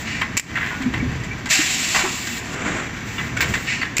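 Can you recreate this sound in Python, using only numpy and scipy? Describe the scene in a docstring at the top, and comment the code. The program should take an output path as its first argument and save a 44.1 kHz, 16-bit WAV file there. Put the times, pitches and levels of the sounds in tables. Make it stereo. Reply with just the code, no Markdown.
"""A noisy factory hall, where a bottle blow molding machine runs through one cycle.
Steel grippers clack against their stops, the mold rumbles shut, and the blowing air is dumped
through a silencer in one long hiss. Small valves puff, a carriage slides and loose links rattle
over a bed of hall noise and whining drives. Sharp snaps close by make a limiter duck the hall."""
import sys
import numpy as np
from scipy import signal
from scipy.fft import rfft, irfft
from scipy.io import wavfile
from scipy.ndimage import uniform_filter1d

SR = 44100
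rng = np.random.default_rng(int(sys.argv[2]) if len(sys.argv) > 2 else 0)


def dump(signal):
    """Clip the signal to [-1, 1] and save it as 16-bit WAV at the path in sys.argv[1]."""
    limited = np.clip(np.atleast_2d(signal).T, -1, 1)
    pcm = np.round(limited * 32767).astype(np.int16)
    wavfile.write(sys.argv[1], SR, pcm)


N = 176400
TIME = np.arange(N) / SR


def amp(db):
    """Decibels to gain."""
    return 10 ** (np.asarray(db) / 20)


def curve_at(points, hz):
    """A curve's value on a log-frequency axis."""
    freqs, values = np.transpose(points)
    return np.interp(np.log(hz + 1), np.log(freqs), values)


def fader(points):
    """Gain along a level curve, silent outside it."""
    return amp(np.interp(TIME, *np.transpose(points), left=-120, right=-120))


def pan(db):
    """Stereo gains, with the left db louder than the right."""
    return amp(np.array([[db], [-db]]) / 2)


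def add(mix, start_s, sound):
    """Drops a sound into the mix."""
    part = mix[:, max(round(start_s * SR), 0):][:, :sound.shape[1]]
    part += sound[:, :part.shape[1]]


def wander(rate_hz, size=N):
    """Smooth random movement of rms 1."""
    hz = np.fft.rfftfreq(size, 1 / SR)
    drift = irfft(rfft(rng.standard_normal(size)) / (1 + (hz / rate_hz) ** 4), size)
    return drift / drift.std()


def decay(t, t60):
    """Falls 60 dB in t60 seconds."""
    return np.exp(-np.log(1000) * t / t60)


# Stereo image, left against right: freq_hz, correlation
STEREO_IMAGE = [(70, 1), (130, 0.98), (250, 0.98), (500, -0.22), (1000, 0.31), (2000, -0.073),
                (4000, -0.061)]

def noise(spectrum, size=N):
    """Shaped stereo noise, centred in the bass and wide above it."""
    hz = np.fft.rfftfreq(size, 1 / SR)
    left, spare = rfft(rng.standard_normal((2, size)))
    alike = np.clip(curve_at(STEREO_IMAGE, hz), -1, 1)
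    right = alike * left + np.sqrt(1 - alike ** 2) * spare
    return irfft(np.array([left, right]) * amp(curve_at(spectrum, hz)), size) * np.sqrt(SR / 2)


# Factory room tone: freq_hz, density_db_per_hz
ROOM_TONE = [(25, -76), (50, -62), (75, -68), (115, -64), (170, -56.5), (250, -55), (350, -61.5),
             (500, -67.5), (1000, -66), (1400, -66.5), (1800, -61), (2300, -63.5), (3300, -73.5),
             (4500, -77.5), (6300, -79), (8000, -90.5), (15000, -79)]
# Drive whine: pitch_hz, level_db
WHINE_TONES = [(5905, -51.5), (5970, -51.5), (12188, -46)]
# Fader ride on the whine: time_s, gain_db
WHINE_RIDE = [(0, -3), (2.6, -2), (2.95, 2), (3.25, 0), (3.4, 3), (4.1, -8)]

def hall(flutter_db=0.5, waver_hz=12):
    """A steady bed of factory noise with the thin, wavering whine of drives."""
    out = noise(ROOM_TONE) * amp(flutter_db * wander(rate_hz=36))
    for hz, db in WHINE_TONES:
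        turns = np.cumsum(hz + waver_hz * wander(rate_hz=49)) / SR
        whine = np.sqrt(2) * np.sin(2 * np.pi * (turns + rng.random((2, 1)) / 2))
        out += amp(db) * fader(WHINE_RIDE) * whine
    return out


def panels(sound, echo_db=-7, t60=0.15, low_cut_hz=450, count=30):
    """Guard panels throw back early reflections above the bass."""
    taps = np.zeros((2, SR // 20))
    for side in taps:
        delays = rng.integers(SR // 500, len(side), count)
        side[delays] = rng.choice([-1, 1], count) * decay(delays / SR, t60)
    taps /= np.linalg.norm(taps, axis=1, keepdims=True)
    taps = signal.sosfilt(signal.butter(2, low_cut_hz, "high", fs=SR, output="sos"), taps)
    echoes = signal.oaconvolve(sound, taps, axes=1)[:, :N]
    return (sound + amp(echo_db) * echoes) / np.hypot(1, amp(echo_db))


def rattle(ticks_per_s=16, gain_db=-22, spread_db=3, crack_db=-3, t60=0.2, size=8192):
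    """Loose links and bottles tick at random, with the same ring and crack as the clacks."""
    out = np.zeros((2, N))
    for when, strength, side in rng.random((int(ticks_per_s * N / SR), 3)):
        tick = noise(STEEL_RING, size) + amp(crack_db) * noise(CONTACT_CRACK, size)
        gain = amp(gain_db + spread_db * (2 * strength - 1)) * pan(10 * (side - .5))
        add(out, when * N / SR, gain * tick * decay(TIME[:size], t60))
    return out


# Rolling texture of the rails: freq_hz, density_db_per_hz
RAIL_NOISE = [(60, -72), (160, -50), (300, -52), (500, -53.5), (750, -57.5), (1000, -60), (1400, -54.5),
              (2100, -54), (2700, -60), (4500, -75), (7400, -71), (15000, -89)]
# Fader ride over the carriage's two moves: time_s, gain_db
RAIL_RIDE = [(2.35, -27), (2.55, -6.5), (2.68, 1), (2.8, -2.5), (2.93, -14), (3.05, -27), (3.35, -13),
             (3.47, -4), (3.62, -13)]

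def carriage(grain_db=1.74, pan_db=-2.0):
    """Bearings roll along the rails, loudest at full speed."""
    return noise(RAIL_NOISE) * fader(RAIL_RIDE) * amp(grain_db * wander(rate_hz=110)) * pan(pan_db)


# Low end of heavy parts in motion: freq_hz, density_db_per_hz
MOLD_RUMBLE = [(25, -72), (50, -49), (75, -51.5), (125, -42.5), (165, -49.5), (240, -53), (330, -59),
               (500, -60.5), (1000, -112)]
# Hum of their motors: pitch_hz, level_db
MOTOR_HUM = [(76, -29), (109, -31.5)]
# Fader ride on rumble and hum: time_s, gain_db
MOLD_RIDE = [(0, -11), (.28, -11.5), (.36, -8), (.43, -8.5), (.8, -12.5), (.94, -1.5), (1.07, 2.5),
             (1.2, -3.5), (1.3, -8), (1.48, -9), (1.55, -15.5), (2.4, -14), (2.7, -10.5), (3.15, -9),
             (3.33, -5), (3.5, 1.5), (3.62, -11.5), (4.05, -14)]
# Hollow knocks of the housing: start_s, pitch_hz, level_db, t60_s
HOUSING_KNOCKS = [(0.801, 255.8, -20, 0.74), (.857, 245, -5.5, 0.11), (.93, 321, -24.5, 0.29),
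                  (1.024, 243, -12.5, 0.21), (1.589, 306, -10.5, 0.082), (2.035, 366, -17, 0.2)]

def mold(waver_hz=4, shudder=0.041, attack_s=0.0066):
    """Heavy parts rumble and hum as they travel and knock the hollow housing."""
    out, t = noise(MOLD_RUMBLE), TIME[:SR // 2]
    for hz, db in MOTOR_HUM:
        turns = np.cumsum(hz + waver_hz * wander(rate_hz=11.8)) / SR
        out += amp(db) * np.sin(2 * np.pi * turns)
    out *= fader(MOLD_RIDE)
    for start, hz, db, t60 in HOUSING_KNOCKS:
        envelope = np.minimum(t / attack_s, 1) * decay(t, t60)
        turns = np.cumsum(hz * (1 + shudder * wander(rate_hz=90, size=len(t)))) / SR
        add(out, start, amp(db) * envelope * np.sin(2 * np.pi * turns) * pan(0))
    return out


# Bright bite of a snap: freq_hz, density_db_per_hz
SNAP_NOISE = [(100, -78), (700, -58), (1500, -54), (2350, -33.5), (3300, -53.5), (5000, -48), (7400, -48.5),
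              (11000, -46.5), (15000, -43)]
# Snap cues: start_s, gain_db, t60_s, push_db
SNAP_CUES = [(0.369, -4.5, 0.038, -19), (0.3746, 17.5, 0.044, -23), (0.3963, 12.5, 0.02, -16),
             (3.968, -5.5, 0.059, -27), (3.982, 9, 0.022, -35), (3.9945, 16, 0.015, 10)]

def snaps(tail_db=-30, tail_t60=0.26, push_s=0.00083, pan_db=4, size=8192):
    """Dry, very loud snaps up close, each with a low push of air."""
    out, t = np.zeros((2, N)), TIME[:size]
    push = t / push_s * np.exp(1 - t / push_s)
    for start, db, t60, push_db in SNAP_CUES:
        envelope = decay(t, t60) + amp(tail_db) * decay(t, tail_t60)
        crack = noise(SNAP_NOISE, size) * envelope * pan(pan_db)
        add(out, start, amp(db) * crack + amp(push_db) * push)
    return out


def pipe(hiss, resonances):
    """A pipe rings under the hiss that passes through it."""
    hz = np.fft.rfftfreq(N, 1 / SR)
    peaks = sum(amp(db) ** 2 / (1 + (2 * (hz - centre) / width) ** 2)
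                for centre, width, db in resonances)
    return irfft(rfft(hiss) * np.sqrt(1 + peaks), N)


# Silencer blast, throaty cylinder vent and thin leak: freq_hz, density_db_per_hz
EXHAUST_HISS = [(300, -92), (950, -68.5), (1400, -64.5), (1850, -55.5), (2750, -51), (3200, -57),
                (4500, -57), (6300, -58.5), (8000, -59.5), (15000, -56)]
VENT_HISS = [(600, -81), (1550, -60), (1900, -55.5), (2300, -49.5), (2800, -53.5), (3100, -64), (4500, -62),
             (7400, -70.5), (15000, -75)]
LEAK_HISS = [(1500, -93), (3000, -82), (6000, -86), (11000, -85), (15000, -71.5)]
# Ring of the exhaust pipe and the vent's tube: centre_hz, width_hz, over_hiss_db
EXHAUST_PEAKS = [(640, 13, 15), (760, 10.6, 20), (2560, 38, -2)]
VENT_PEAKS = [(1833, 30, 12), (2010, 25, 6), (2070, 25, -5), (2874, 27, 10.5)]
# Flow through the silencer: time_s, gain_db
EXHAUST_RIDE = [(1.492, -9.5), (1.507, 6), (1.535, 13), (1.60, 0), (1.66, 0), (1.93, -1), (1.965, 4),
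                (2.015, -4.5), (2.15, -8), (2.4, -20.5), (2.55, -14.5)]
# Valve puffs: start_s, length_s, vent_db, leak_db, slope_db_per_s, pan_db
PUFF_CUES = [(-.05, 0.075, -21, 10.5, 0, 7), (0.049, 0.13, -4.5, -5, -17, -0.5),
             (0.578, 0.23, -33, 2.5, -2, 4), (1.499, 0.051, 6.5, -8, -5, -2),
             (2.091, 0.29, -19, 9.5, 14, 12), (3.035, 0.24, -15, 6.5, 0, 2),
             (3.458, 0.2, -12.5, 13.5, -23, 5), (3.661, 0.073, 1, -14, -14, 0.5)]

def air(flutter_db=0.8, exhaust_pan_db=1.0, attack_s=0.029, release_s=0.068):
    """Compressed air escapes in one long exhaust blast and short puffs from the cylinder valves."""
    out = pipe(noise(EXHAUST_HISS), EXHAUST_PEAKS) * fader(EXHAUST_RIDE) * pan(exhaust_pan_db)
    vent, leak = pipe(noise(VENT_HISS), VENT_PEAKS), noise(LEAK_HISS)
    for start, length, vent_db, leak_db, slope_db_per_s, pan_db in PUFF_CUES:
        t = TIME - start
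        flow = np.clip(t / attack_s, 0, 1) * amp(slope_db_per_s * np.clip(t, 0, length))
        release = np.exp(-np.maximum(t - length, 0) / release_s)
        jets = amp(vent_db) * vent * release + amp(leak_db) * leak * release ** 3
        out += flow * jets * pan(pan_db)
    return out * amp(flutter_db * wander(rate_hz=49))


# Dense frame ring, crack of contact, lower ring of heavy parts: freq_hz, density_db_per_hz
STEEL_RING = [(500, -105), (1200, -50.5), (1650, -43), (2050, -42.5), (2600, -46), (3300, -54), (4500, -65),
              (7000, -80), (15000, -61)]
CONTACT_CRACK = [(1500, -64), (3000, -53), (5000, -55.5), (7500, -59), (15000, -57)]
HEAVY_BODY = [(200, -56), (500, -58), (800, -48.5), (1080, -45.5), (1400, -50), (2200, -66), (5000, -102)]
STEEL_ATTACK_S = 0.0013

def clack(modes, db, crack_db, body_db, t60, pan_db,
          bloom_s=0.0022, crack_t60=0.14, chatter_db=3.0, detune=0.0042, size=16384):
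    """One steel hit: a crack, a chattering dense ring that blooms, and the struck part's own modes."""
    t = TIME[:size]
    ring = noise(STEEL_RING, size) + amp(body_db) * noise(HEAVY_BODY, size)
    out = ring * decay(t, t60) * np.minimum(t / bloom_s, 1)
    out += amp(crack_db) * noise(CONTACT_CRACK, size) * decay(t, crack_t60)
    out *= amp(chatter_db * (wander(rate_hz=146, size=size) - 1.0))
    for hz, mode_db, mode_t60 in modes:
        turns = hz * (1 + detune * rng.standard_normal()) * t + rng.random((2, 1))
        side_gains = .5 + rng.random((2, 1)) / 2
        out += amp(mode_db) * side_gains * decay(t, mode_t60) * np.sin(2 * np.pi * turns)
    return amp(db) * out * np.minimum(t / STEEL_ATTACK_S, 1) * pan(pan_db)


# Modes of the steel frame and of the jaws: pitch_hz, level_db, t60_s
FRAME_MODES = [(1070, -27, .2), (1570, -24, .2), (1700, -18, .27), (1850, -20, .25), (1950, -20, .16),
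               (2035, -14, .2), (2540, -26, .2)]
JAW_MODES = [(1534, -20, .14), (2215, -17, .12), (2320, -19, .11), (2720, -25, .12)]
# Hits on the stops, and jaws latching: start_s, gain_db, crack_db, body_db, t60_s, pan_db
STOP_CUES = [(.211, 2, -20, -4, 0.12, 4), (.555, -2, -11, -15, 0.17, 4.5), (.567, -4, -26, -0.5, 0.22, -2),
             (.609, -5.5, -20, -11, 0.11, 2), (.627, -5.5, -24, -4.5, 0.29, 1),
             (0.661, -5, -10, -11, 0.17, 3), (.705, -13, -14, 4, 0.62, 0.5), (.817, -13.5, 1, -4, 0.21, 2),
             (.937, -6, -11.5, 1, 0.26, 0.5), (1.235, -14.5, 3.5, -10, 0.24, 2),
             (1.457, -10, 4, -1, 0.21, 1), (1.514, -5.5, -9, -22, 0.54, -14),
             (1.945, -1, 0, 3.5, 0.57, 1.5), (2.045, -17.5, 10, 16, 0.2, 6), (2.269, -9, 6, -9, 0.075, 0),
             (3.181, -8, -21, 0.5, 0.46, -1), (3.537, -0.5, -2, -8.5, 0.17, 1.5),
             (3.814, 1.5, -14, -4, 0.065, -1), (3.827, -3, -27, -8, 0.11, 3.5)]
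LATCH_CUES = [(3.367, -4.5, 1, -17, 0.25, 4.5), (3.405, 4, -3.5, -5, 0.056, 4),
              (3.422, 4.5, -3, -6, 0.11, 0.5)]
# Small pins and rods set ringing: start_s, pitch_hz, level_db, t60_s, pan_db
PING_CUES = [(0.709, 1459, -27.5, 0.54, -3), (1, 2290, -19.5, 0.057, 8), (1.31, 2330, -21, 0.11, 4),
             (2.043, 835, -21, 0.15, 2), (3.181, 2825, -20.5, 0.079, -12), (3.183, 3480, -28, 0.1, -15),
             (3.367, 1480, -18.5, 0.12, -11), (3.406, 14970, -5.5, 0.082, 12),
             (3.813, 4500, -26, 0.08, -12)]

def grippers(buzz=0.016):
    """Steel grippers hit their stops, their jaws flip and latch, and loose pins ping with a buzz."""
    out, t = np.zeros((2, N)), TIME[:SR // 4]
    for start, *hit in STOP_CUES:
        add(out, start, clack(FRAME_MODES, *hit))
    for start, *hit in LATCH_CUES:
        add(out, start, clack(JAW_MODES, *hit))
    for start, hz, db, t60, pan_db in PING_CUES:
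        turns = np.cumsum(hz * (1 + buzz * wander(rate_hz=180, size=len(t)))) / SR
        envelope = np.minimum(t / STEEL_ATTACK_S, 1) * decay(t, t60)
        add(out, start, amp(db) * envelope * np.sin(2 * np.pi * turns) * pan(pan_db))
    return out


def scene():
    """The full mix: mold and snaps stay dry, the rest bounces off the guard panels."""
    return panels(hall() + air() + carriage() + grippers() + rattle()) + mold() + snaps()


# Microphone colour: freq_hz, gain_db
MIC_EQ = [(6300, -1.5), (7400, 7), (8000, -2.5), (8700, -18), (9800, -21.5), (11000, -17.5), (15000, -20.5)]

def record(dry, threshold_db=-9.5, release_db_per_s=132, high_cut_hz=15500):
    """Master chain: microphone colour, a limiter that ducks after peaks, a clipper and a high cut."""
    eq = amp(curve_at(MIC_EQ, np.fft.rfftfreq(2 * N, 1 / SR)))
    coloured = irfft(rfft(dry, 2 * N) * eq)[:, :N]
    power = uniform_filter1d((coloured ** 2).mean(0), size=64)
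    power_db = 10 * np.log10(abs(power) + 1e-12)
    fall_db = TIME * release_db_per_s
    held_db = np.maximum.accumulate(power_db + fall_db) - fall_db  # jumps to peaks, then sinks
    duck_db = uniform_filter1d(np.maximum(held_db - threshold_db, 0), size=32)
    limited = np.clip(coloured * amp(-duck_db), -1, 1)
    high_cut = signal.firwin(255, high_cut_hz, window=("kaiser", 9), fs=SR)
    return signal.oaconvolve(limited, high_cut[None], "same")


dry = scene()
out = record(dry)
dump(out)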